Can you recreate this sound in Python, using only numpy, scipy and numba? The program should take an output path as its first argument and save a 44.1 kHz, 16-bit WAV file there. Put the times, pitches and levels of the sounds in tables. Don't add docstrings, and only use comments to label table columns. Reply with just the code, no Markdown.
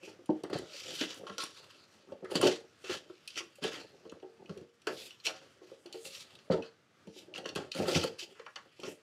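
import sys
import numpy as np
from scipy import signal
from scipy.fft import rfft, irfft, next_fast_len
from scipy.io import wavfile
from scipy.ndimage import uniform_filter1d
from numba import njit

SR = 44100
rng = np.random.default_rng(int(sys.argv[2]) if len(sys.argv) > 2 else 0)


def rack_gain(trim_db):
    fader = np.asarray(trim_db, float)
    return 10 ** (fader / 20)


def transcribe(signal):
    frames = np.atleast_2d(signal).T
    limited = np.clip(frames, -1, 1)
    pcm = np.round(limited * 32767).astype(np.int16)
    wavfile.write(sys.argv[1], SR, pcm)


N = 397766

# f/Hz, level/dB, share of the ring time/1
BODY_MODES = [(88, -14, 0.86), (168.6, -10, 0.95), (204.5, -8.5, 1.2), (257.8, -9.5, 1.33),
              (320, -4.5, 1.15), (366.7, -1.5, 1.1), (399.8, 0, 0.75), (458, -10, 2.16),
              (525.5, -2.5, 1.28), (611.3, -6, 1.21), (660, -8, 0.87), (735.3, -9.5, 1.23),
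              (810, -11.5, 0.94), (879, -10, 0.68)]
# f/Hz, level/dB, share of the ring time/1
LID_MODES = [(1094, -6, 0.53), (1153, -19.5, 0.93), (1231, -9.5, 0.45), (1339, -5.5, 0.52),
             (1463, -6.5, 0.4), (1672, -7, 0.43), (1916, -6.5, 0.33)]
# f/Hz, width/Hz, level/dB
RIM_MODES = [(2222, 380, -12), (2676, 270, 1.5), (3028, 310, 4), (3625, 540, 0), (4314, 300, 3),
             (4650, 320, -2), (5640, 400, 0), (6200, 260, -9), (6620, 520, -10)]
# f/Hz, width/Hz, level/dB
EDGE_MODES = [(7830, 1600, 1), (9720, 780, -3.5), (10910, 1180, -6.5), (13700, 780, -12),
              (14670, 1100, -20)]
THUMP_WEIGHT_DB = -9


def level(x, db):
    return x * rack_gain(db) / np.sqrt(np.mean(x ** 2))


def band(x, hz, width):
    return signal.lfilter(*signal.iirpeak(hz, hz / width, SR), x)


def walk(rate):
    k = int(SR / rate)
    held = np.repeat(rng.standard_normal(N // k + 1), k)
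    return 1.97 * uniform_filter1d(held, k)[:N]


def curves(table):
    s, *columns = np.transpose(table)
    return [np.interp(np.arange(N) / SR, s, c) for c in columns]


def favour(hz, pitch_hz, lift_db, octaves):
    return lift_db * np.exp(-(np.log2(hz / pitch_hz) / octaves) ** 2)


def hush():
    # f/Hz, density/dB per Hz
    spectrum = [(59, -22.5), (81, -0.5), (449, -5.5), (962, -14), (1190, -8), (2060, -12.5), (6000, -21),
                (16000, -42.5)]
    hz, db = np.transpose(spectrum)
    size = next_fast_len(N)
    bins = np.fft.rfftfreq(size, 1 / SR) + 1
    shape = rack_gain(np.interp(np.log(bins), np.log(hz), db))
    air = irfft(rfft(rng.standard_normal(N), size) * shape, size)[:N]
    return level(air * rack_gain(1.5 * walk(12.0)), -68.5)


def stroke(s, level_db, rise, fade, hold=0):
    t = np.arange(N * 1000 // SR + 2) / 1000 - s
    sag_db_s = 56
    swell = rise * np.minimum(t, 0)
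    return rack_gain(level_db + swell - sag_db_s * np.clip(t, 0, hold) - fade * np.maximum(t - hold, 0))


def spread(gain):
    return np.interp(np.arange(N) * 1000 / SR, np.arange(len(gain)), gain)


def force():
    # t/s, level/dB
    grip_creep = [(0, -73), (1.3, -65.5), (1.56, -55), (2.23, -72), (3.2, -66), (3.6, -68), (3.9, -65),
                  (4.44, -74.5), (4.7, -76), (5.1, -63), (5.47, -70), (5.71, -59), (5.82, -72),
                  (6.25, -61.5), (6.5, -66.5), (6.8, -99), (8.3, -65), (9.02, -71)]
    # t of full force/s, build-up/s, hold/s, level/dB, lid buzz/dB
    drag_table = [(0.052, 0.067, 0.0048, -46.5, -19), (0.757, 0.17, 0.13, -44.5, -10.5),
                  (1.001, 0.62, 0.01, -36.5, -8.5), (1.123, 0.19, 0.029, -54.5, 2),
                  (1.404, 0.03, 0.02, -35, -26), (2.358, 0.041, 0.015, -34.5, -2.5),
                  (2.413, 0.013, 0.064, -28.5, -18), (2.515, 0.026, 0.05, -43, 1.5),
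                  (2.901, 0.1, 0.049, -38.5, -7), (3.377, 0.037, 0.0037, -34, -4),
                  (3.629, 0.029, 0.056, -36, -2), (3.722, 0.078, 0.081, -43, 0.5),
                  (4.976, 0.064, 0.11, -50.5, -30), (6.046, 0.008, 0.07, -51.5, -25),
                  (6.135, 0.18, 0.04, -49, -23), (6.65, 0.033, 0.013, -64.5, -6),
                  (5.257, 0.03, 0.0034, -31.5, -20), (7.187, 0.2, 0.013, -53, -38),
                  (7.742, 0.015, 0.21, -46.5, 4), (7.95, 0.26, 0.084, -33, -3),
                  (8.193, 0.016, 0.041, -36.5, -20), (8.851, 0.045, 0.025, -44.5, -1.5),
                  (8.805, 0.16, 0.0092, -55, -12)]
    # t/s, level/dB, fade/(dB/s), lid buzz/dB
    jolt_table = [(.305, -99, 114, -1), (.439, -63, 374, 15), (0.531, -41, 161, 3.5),
                  (1.273, -54.5, 171, -4), (1.303, -66, 283, -1), (2.247, -62.5, 166, 21),
                  (2.47, -34, 305, 2), (1.438, -47.5, 154, -13), (2.843, -53, 107, 4),
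                  (3.279, -49.5, 178, -13), (4.498, -58.5, 363, -17), (4.574, -71, 197, 0),
                  (4.872, -39.5, 270, 7), (5.268, -39, 152, 1), (5.863, -68.5, 229, 9),
                  (5.933, -53, 185, -60), (6.517, -42, 284, 10.5), (6.392, -80, 298, -7),
                  (6.631, -57.5, 191, 10), (7.075, -66, 59, -10), (7.35, -42.5, 266, 0.5),
                  (7.456, -49.5, 201, 5.5), (7.561, -40, 215, 7.5), (7.716, -45.5, 246, -23),
                  (7.883, -42.5, 300, 4), (1.014, -39.5, 239, 4), (.5, -56.5, 300, 8),
                  (1.385, -49, 500, -22), (8.352, -65, 159, 15), (5.11, -77, 193, -7),
                  (8.401, -72, 276, 19), (8.466, -77, 351, 21), (8.562, -64, 302, 25.5)]
    # t of full force/s, build-up/s, hold/s, level/dB, lid buzz/dB
    slide_table = [(0.942, 0.032, 0.052, -54, -21), (1.16, 0.045, 0.024, -61.5, -26),
                   (2.314, 0.034, 0.027, -45.5, 2), (3.557, 0.022, 0.016, -67, -28),
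                   (4.939, 0.11, 0.1, -55, -28.5), (5.04, 0.06, 0.033, -56, -25),
                   (5.248, 0.0076, 0.016, -59, -13), (6.054, 0.015, 0.056, -59, -23),
                   (6.152, 0.079, 0.059, -57, -11), (5.955, 0.032, 0.062, -69, -19),
                   (7.758, .008, 0.069, -48, -11), (7.364, 0.027, 0.015, -61, 8),
                   (8.186, 0.0093, 0.033, -58, -21), (2.9, 0.086, 0.04, -47, 5),
                   (7.881, 0.082, 0.17, -47, -18), (8.892, 0.059, 0.058, -61, -24)]
    jolt_rise_db_s, build_db = 6000, 51
    jolt_dry_db, drag_dry_db, slide_dry_db, grip_dry_db = -22.5, -20, -5.5, -13
    gestures = []
    for s, db, fade, buzz in jolt_table:
        gestures.append((stroke(s, db, jolt_rise_db_s, fade), jolt_dry_db, buzz))
    for s, build, hold, db, buzz in drag_table:
        let_go = 214.5 + 10.5 / build
        gestures.append((stroke(s, db, build_db / build, let_go, hold), drag_dry_db, buzz))
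    for s, build, hold, db, buzz in slide_table:
        gestures.append((stroke(s, db, build_db / build, 452, hold), slide_dry_db, buzz))
    gains = sum(gain * rack_gain([[0], [dry_db - 0.27 * buzz], [buzz]]) for gain, dry_db, buzz in gestures)
    resting = rack_gain(curves(grip_creep)[0]) * rack_gain([[0], [grip_dry_db], [0]])
    return np.array([spread(g) for g in gains]) + resting


def grit(rate, spread_db):
    slips = (rng.random(N) < rate / SR) * np.clip(rng.standard_normal(N), -2, 2)
    return slips * rack_gain(spread_db * np.minimum(rng.exponential(size=N), 3.6))


def shifting(source, table, drift_db, spot_hz=1, lift_db=1.5):
    sources = source(), source()
    total = 0
    for k, (hz, width, db) in enumerate(table):
        gain = rack_gain(db + drift_db * walk(14) + favour(hz, spot_hz, lift_db, 0.27))
        steep = band(band(sources[k % 2], hz, 2.57 * width), hz, 3.14 * width)
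        total = total + gain * steep * (-1) ** k
    return level(total, 0)


def scrape():
    # t/s, f/Hz
    rim_spot = [(0, 3000), (.7, 3000), (.85, 4500), (.97, 4470), (1.03, 2400), (1.4, 3980), (2.3, 4410),
                (2.9, 3160), (3.3, 5000), (3.38, 2780), (3.75, 4400), (5, 3600), (5.27, 2970), (6.1, 3270),
                (7.5, 2940), (7.9, 3800), (8.24, 4640), (8.45, 2485)]
    # t/s, f/Hz
    lid_spot = [(0, 1267), (.7, 1602), (1.3, 1283), (2.3, 1516), (3.4, 1660), (4.9, 1424), (6.5, 1147),
                (7.4, 1600), (7.9, 1290), (8.2, 1880), (8.6, 1820)]

    def rough():
        return grit(9000, 2.8)

    on_rim, on_edge, on_lid = force() * rack_gain(1.2 * walk(60) + 0.6 * walk(230))
    lid_bands = [(hz, 90, db) for hz, db, _ in LID_MODES]
    rim = shifting(rough, RIM_MODES, 1.7, curves(rim_spot)[0]) * on_rim
    edge = shifting(rough, EDGE_MODES, 2.24) * on_edge * rack_gain(0.5)
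    lid = shifting(rough, lid_bands, 1.4, curves(lid_spot)[0], lift_db=2.5) * on_lid * rack_gain(-5.5)
    return (rim + edge + lid) * rack_gain(-5.0)


def body_rumble():
    # t/s, level/dB, swell/(dB/s), fade/(dB/s)
    rumble_table = [(.07, -60, 296, 44), (.33, -53, 406, 83), (.545, -33, 398, 202), (.75, -73, 300, 40),
                    (.93, -46.5, 122, 74), (1.05, -74, -3, 66), (1.25, -49.5, 74, 61), (1.62, -64, 43, 9),
                    (2.451, -22, 196.5, 247), (2.56, -53, 202, 208), (2.93, -45.5, 321, 123),
                    (3.372, -51, 783, 196), (3.78, -79, 85, 206), (3.624, -39, 2002, 86),
                    (4.15, -61, 62, 97), (4.26, -65, 200, 197), (4.372, -58, 2000, 104),
                    (4.45, -62, 2000, 201), (4.63, -62, 84, 252.5), (4.91, -39, 491, 151),
                    (5.29, -49.5, 392, 120), (5.66, -62, 48, 53), (5.95, -62, 74, 48),
                    (6.054, -57, 1500, 195), (6.36, -65, 34, 82), (6.547, -27.5, 598, 231),
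                    (7.09, -77, 583, 105), (7.18, -77, 309, 90), (7.3, -56.5, 100, 100),
                    (7.4, -51.5, 69.5, 49), (7.598, -41, 121, 205), (7.8, -46, 499, 252),
                    (7.84, -32.5, 251, 82), (8.02, -46, 100, 300), (8.3, -60.5, 67, 88),
                    (8.87, -44, 236, 215)]
    press = grit(400, 1.0) * rack_gain(1.8 * walk(25))
    roll_off_db = -4
    modes = [(hz, 30, db + roll_off_db * max(np.log2(hz / 450), 0)) for hz, db, _ in BODY_MODES]
    body = shifting(lambda: press, modes, 2.0)
    return body * spread(sum(stroke(*row) for row in rumble_table)) * rack_gain(-2.5)


@njit
def ring(hz, t60, gain, rise, size):
    y = np.zeros(size)
    for k in range(len(hz)):
        turn = np.exp((2j * np.pi * hz[k] - np.log(1000) / t60[k]) / SR)
        z = gain[k] + 0j
        q, rest = np.exp(-1 / (rise[k] * SR)), 1.
        for i in range(size):
            y[i] += z.imag * (1 - rest)
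            z *= turn
            rest *= q
    return y


def add(out, s, sound, peak_db):
    i = int(s * SR)
    sound = sound[:N - i]
    out[i:i + len(sound)] += sound * rack_gain(peak_db) / np.abs(sound).max()


def knocks(blows):
    out = np.zeros(N)
    hz, db, share = np.repeat(np.transpose(BODY_MODES + LID_MODES), repeats=2, axis=1)
    lid_hz = LID_MODES[0][0]
    lid, deep = hz >= lid_hz, hz <= BODY_MODES[3][0]
    chance = rng.standard_normal((len(blows), 5, len(hz)))
    lags = rng.random((len(blows), 2))
    for blow, (detune, uneven, *sides), lag in zip(blows, chance, lags):
        s, peak_db, pitch, t60, bright_db, weight_db = blow
        colour_db = favour(hz, pitch, 9.0, 0.28)
        colour_db += lid * (bright_db + 12.5 - 8 * np.log2(hz / lid_hz))
        colour_db += deep * (weight_db + 21.5)
        colour_db += (weight_db - THUMP_WEIGHT_DB) * np.clip(np.log2(pitch / hz) - .4, 0, 1)
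        gain = rack_gain(db + 3.26 * uneven + colour_db)
        tuned = hz * (1 + np.where(deep, .012, .025) * detune)
        life = 1.83 * np.clip(t60, .02, .3) * share
        rise = 0.68 / hz
        delays = [0, 0.004067 + 0.00801 * lag[0], .014 + 0.017 * lag[1]]
        for side, late, drop_db in zip(sides, delays, [-4, -13.5, -17]):
            sound = ring(tuned, life, gain * np.sign(side), rise, size=10000)
            add(out, s - .0002 + late, sound, peak_db + drop_db)
    return out


def hand_blows():
    # t/s, peak level/dB, favoured f/Hz, ring time/s, brightness/dB
    palms = [(.028, -40.5, 356, 0.084, -13), (.292, -14, 327, 0.05, -28), (.437, -23, 322, 0.026, -11.5),
             (.499, -30.5, 388, 0.023, -9), (.53, -21.5, 354.6, 0.049, -9), (.881, -39, 540, 0.11, -16),
             (1.434, -28, 347, 0.017, 2.5), (2.12, -30, 500, 0.071, -22), (2.225, -29.5, 383, 0.076, -30),
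             (2.315, -24.5, 430, 0.074, -19), (2.353, -19, 320, 0.047, -13), (2.429, -7, 360, 0.11, -14.5),
             (2.895, -24, 320, 0.083, -13), (3.643, -20, 437, 0.063, -7), (4.052, -38, 464, 0.068, -17),
             (7.381, -30.5, 740, 0.057, -12.5), (7.456, -29.5, 384, 0.021, -7),
             (8.038, -19, 460, 0.042, -10.5), (8.793, -40, 318, 0.03, -24), (8.831, -32, 403, 0.14, -7)]
    # t/s, peak level/dB, favoured f/Hz, ring time/s, brightness/dB
    taps = [(.077, -35, 400, 0.081, -15), (.19, -44, 342, 0.056, -14), (1.268, -33, 1220, 0.076, -16),
            (1.381, -33, 1320, 0.17, 4), (1.24, -41.5, 397, 0.056, -7), (1.383, -33, 400, 0.032, -11),
            (2.299, -39, 450, 0.029, -28), (3.585, -44.5, 520, 0.019, -31), (5.256, -42, 496, 0.037, -16),
            (2.84, -37, 406, 0.15, -16), (3.099, -36.5, 400, 0.031, -13), (3.405, -34.5, 380, 0.058, 2.5),
            (4.228, -35.5, 384, 0.091, -23), (4.87, -21.5, 483, 0.098, -14), (5.27, -32, 700, 0.12, -23),
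            (5.614, -41, 384, 0.085, -19), (5.716, -36, 476, 0.028, -28), (5.856, -39, 398, 0.04, -21),
            (5.943, -35, 413, 0.06, -21), (7.884, -27.5, 660, 0.076, -5), (8.397, -36.5, 480, 0.02, -11),
            (8.466, -35.5, 870, 0.055, 0.5), (8.561, -35.5, 865, 0.044, -5.5)]
    # t/s, peak level/dB, favoured f/Hz, ring time/s, brightness/dB
    regrips = [(.62, -40, 486, 0.041, -13), (.742, -45, 561.6, 0.09, -25), (1.024, -30, 333, 0.034, -27),
               (2.072, -46, 380, 0.062, -30), (2.249, -52, 1850, 0.064, 10), (6.049, -41.5, 537, 0.11, -15),
               (6.59, -33.5, 540, 0.066, -21), (7.095, -49, 356.4, 0.056, -30),
               (7.161, -42.5, 338.9, 0.063, -27), (7.225, -53, 416.7, .04, -15),
               (7.282, -43, 369, 0.063, -21), (7.79, -28, 185.2, 0.068, -32), (7.96, -21, 189, 0.051, -35),
               (8.1, -35, 453.6, 0.039, -25), (8.197, -53, 1890, 0.071, 10), (8.396, -41, 2106, 0.099, 5),
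               (8.465, -39, 2106, 0.11, 12), (8.56, -39, 2000, 0.097, 10), (8.655, -51.5, 350, 0.04, -20)]
    # t/s, peak level/dB, favoured f/Hz, ring time/s, brightness/dB
    thumps = [(1.009, -23, 340, 0.064, -36), (1.298, -30, 430, 0.093, -2), (2.089, -43, 390, 0.18, -12),
              (2.413, -23.5, 357, 0.073, 17), (4.122, -34, 382, 0.033, -8.5),
              (4.494, -30.5, 390, 0.056, -12.5), (4.563, -35.5, 393, 0.13, -20),
              (4.615, -37.5, 317, 0.025, -30), (3.621, -32, 415, 0.063, -15),
              (6.509, -20.5, 212, 0.061, -42), (6.5, -12.5, 480, 0.095, -22),
              (7.071, -35.5, 290, 0.056, -44), (7.559, -23, 407, 0.042, -10), (7.75, -29.5, 458, 0.12, -8),
              (7.8, -16, 404, 0.024, -15), (7.855, -26, 400, 0.051, -6.5), (7.954, -17, 410, 0.091, -15)]
    kinds = (thumps, THUMP_WEIGHT_DB), (palms, -14), (taps, -25), (regrips, -13.5)
    return knocks(sorted((*row, weight_db) for rows, weight_db in kinds for row in rows))


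def ticks(flicks):
    out = np.zeros(N)
    hz, width, db = np.repeat(np.transpose(RIM_MODES + EDGE_MODES), repeats=6, axis=1)
    edge = hz > (RIM_MODES[-1][0] + EDGE_MODES[0][0]) / 2
    chance = rng.standard_normal((len(flicks), 3, len(hz)))
    for (s, peak_db, pitch, sharp_db), (detune, uneven, side) in zip(flicks, chance):
        colour_db = favour(hz, pitch, 15.9, 0.053) + edge * (sharp_db + 14.5)
        gain = rack_gain(db + 2.2 * uneven + colour_db) * np.sign(side)
        life = 0.043 * (4000 / hz) ** 0.48
        rise = np.full(len(hz), 0.0001)
        sound = ring(hz + 0.549 * width * detune, life, gain, rise, size=3000)
        add(out, s - .0003, sound, peak_db)
    return out


def rim_flicks():
    # t/s, peak level/dB, favoured f/Hz
    nails = [(.033, -43, 2670), (.4359, -37.5, 2450), (.5343, -36, 4200), (1.3818, -26.5, 5770),
             (1.4055, -47, 4160), (2.2463, -50.5, 2200), (2.355, -22.5, 4770), (2.4652, -24, 4750),
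             (3.2766, -30, 5200), (3.6388, -26, 2950), (4.2254, -55, 2970), (4.575, -49, 2800),
             (4.6114, -57, 2820), (4.8179, -53, 5500), (4.8704, -27, 2770), (5.8601, -42.5, 4650),
             (5.9266, -36, 4830), (6.353, -46.5, 3550), (7.072, -53, 2800), (7.379, -33.5, 2940),
             (7.5517, -35, 2770), (7.5588, -26.5, 2800), (8.8, -41.5, 2880)]
    # t/s, peak level/dB, favoured f/Hz
    snaps = [
        (.2588, -48.5, 2820),
        (.5, -52, 6850),
        (.5856, -39.5, 3950),
        (1.1436, -41, 6700),
        (1.4374, -30, 5640),
        (2.4143, -23, 3140),
        (3.5558, -50.5, 2740),
        (4.118, -51.5, 2960),
        (7.7493, -36, 4350),
        (8.0385, -29.5, 4730),
    ]
    # t/s, peak level/dB, favoured f/Hz
    clicks = [(.301, -48.5, 2820), (1.2685, -39, 2900), (1.2974, -39, 3200), (2.1226, -52.5, 3250),
              (2.8437, -42, 3150), (3.3047, -38, 4800), (4.0964, -44, 6800), (4.459, -49.5, 2680),
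              (4.4947, -42.5, 2800), (5.1078, -38.5, 2720), (5.2011, -47, 4400), (5.2663, -19, 2820),
              (6.0535, -36.5, 2600), (6.5104, -40, 4430), (6.5229, -35.5, 4650), (6.6233, -39.5, 2660),
              (7.3396, -34.5, 2680), (7.3597, -34, 2680), (7.444, -46, 3000), (7.8592, -42, 3000),
              (3.358, -35, 2930), (8.243, -44, 4670), (8.194, -35, 4670), (7.4579, -31.5, 2900),
              (7.4906, -32, 2930), (7.7177, -27.5, 2850), (7.882, -32.5, 4670), (7.9503, -21, 2220),
              (8.3956, -47, 2200), (8.4642, -39.5, 2680), (8.5586, -35, 2840), (8.834, -35, 2920)]
    # t/s, peak level/dB, favoured f/Hz
    catches = [(0.499, -62, 2730), (0.698, -48, 3270), (0.7353, -43, 4370), (0.788, -47, 3000),
               (1.0104, -25, 2300), (4.052, -58, 3000), (4.2, -56, 2200), (4.371, -63, 9700),
               (5.935, -40.5, 4300), (6.15, -38, 2860), (6.265, -64, 2850), (6.389, -46.5, 3800),
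               (7.884, -43, 3460), (8.228, -37, 4570), (8.561, -40, 3060)]
    kinds = (snaps, -5), (nails, -15.5), (clicks, -28), (catches, -40)
    return ticks(sorted((*row, sharp_db) for rows, sharp_db in kinds for row in rows))


def room():
    # f/Hz, t60/s
    decay = [(300, 0.23), (1200, 0.21), (4000, 0.043), (10000, 0.034)]
    t = np.arange(SR // 2) / SR
    tail = 0
    for hz, t60 in decay:
        noise = band(rng.standard_normal(len(t)), hz, 2.2 * hz)
        tail = tail + noise * 1000. ** (-t / t60) / np.sqrt(hz)
    gap = 1 - np.exp(-(t / 0.00081) ** 2)
    tail = signal.lfilter([1, -.9], [1], tail * gap)
    return tail / np.sqrt(np.sum(tail ** 2))


def scene():
    air = hush()
    rubbing = scrape() + body_rumble()
    low = hand_blows()
    high = rim_flicks() + rubbing
    wet = rack_gain(-3) * low + rack_gain(-9) * high
    return (low + high + signal.fftconvolve(wet, room())[:N] + air)[None, :]


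def roll_off(x):
    return signal.sosfilt(signal.butter(12, 15830, fs=SR, output="sos"), x)


def record(dry):
    dipped = dry - 0.54 * band(dry, 1043, 53)
    thin = signal.sosfilt(signal.butter(4, 90, "high", fs=SR, output="sos"), dipped)
    thin = signal.sosfilt(signal.butter(8, 15600, fs=SR, output="sos"), thin)
    ceiling = .14
    return roll_off(np.clip(thin, -ceiling, ceiling))


dry = scene()
out = record(dry)
transcribe(out)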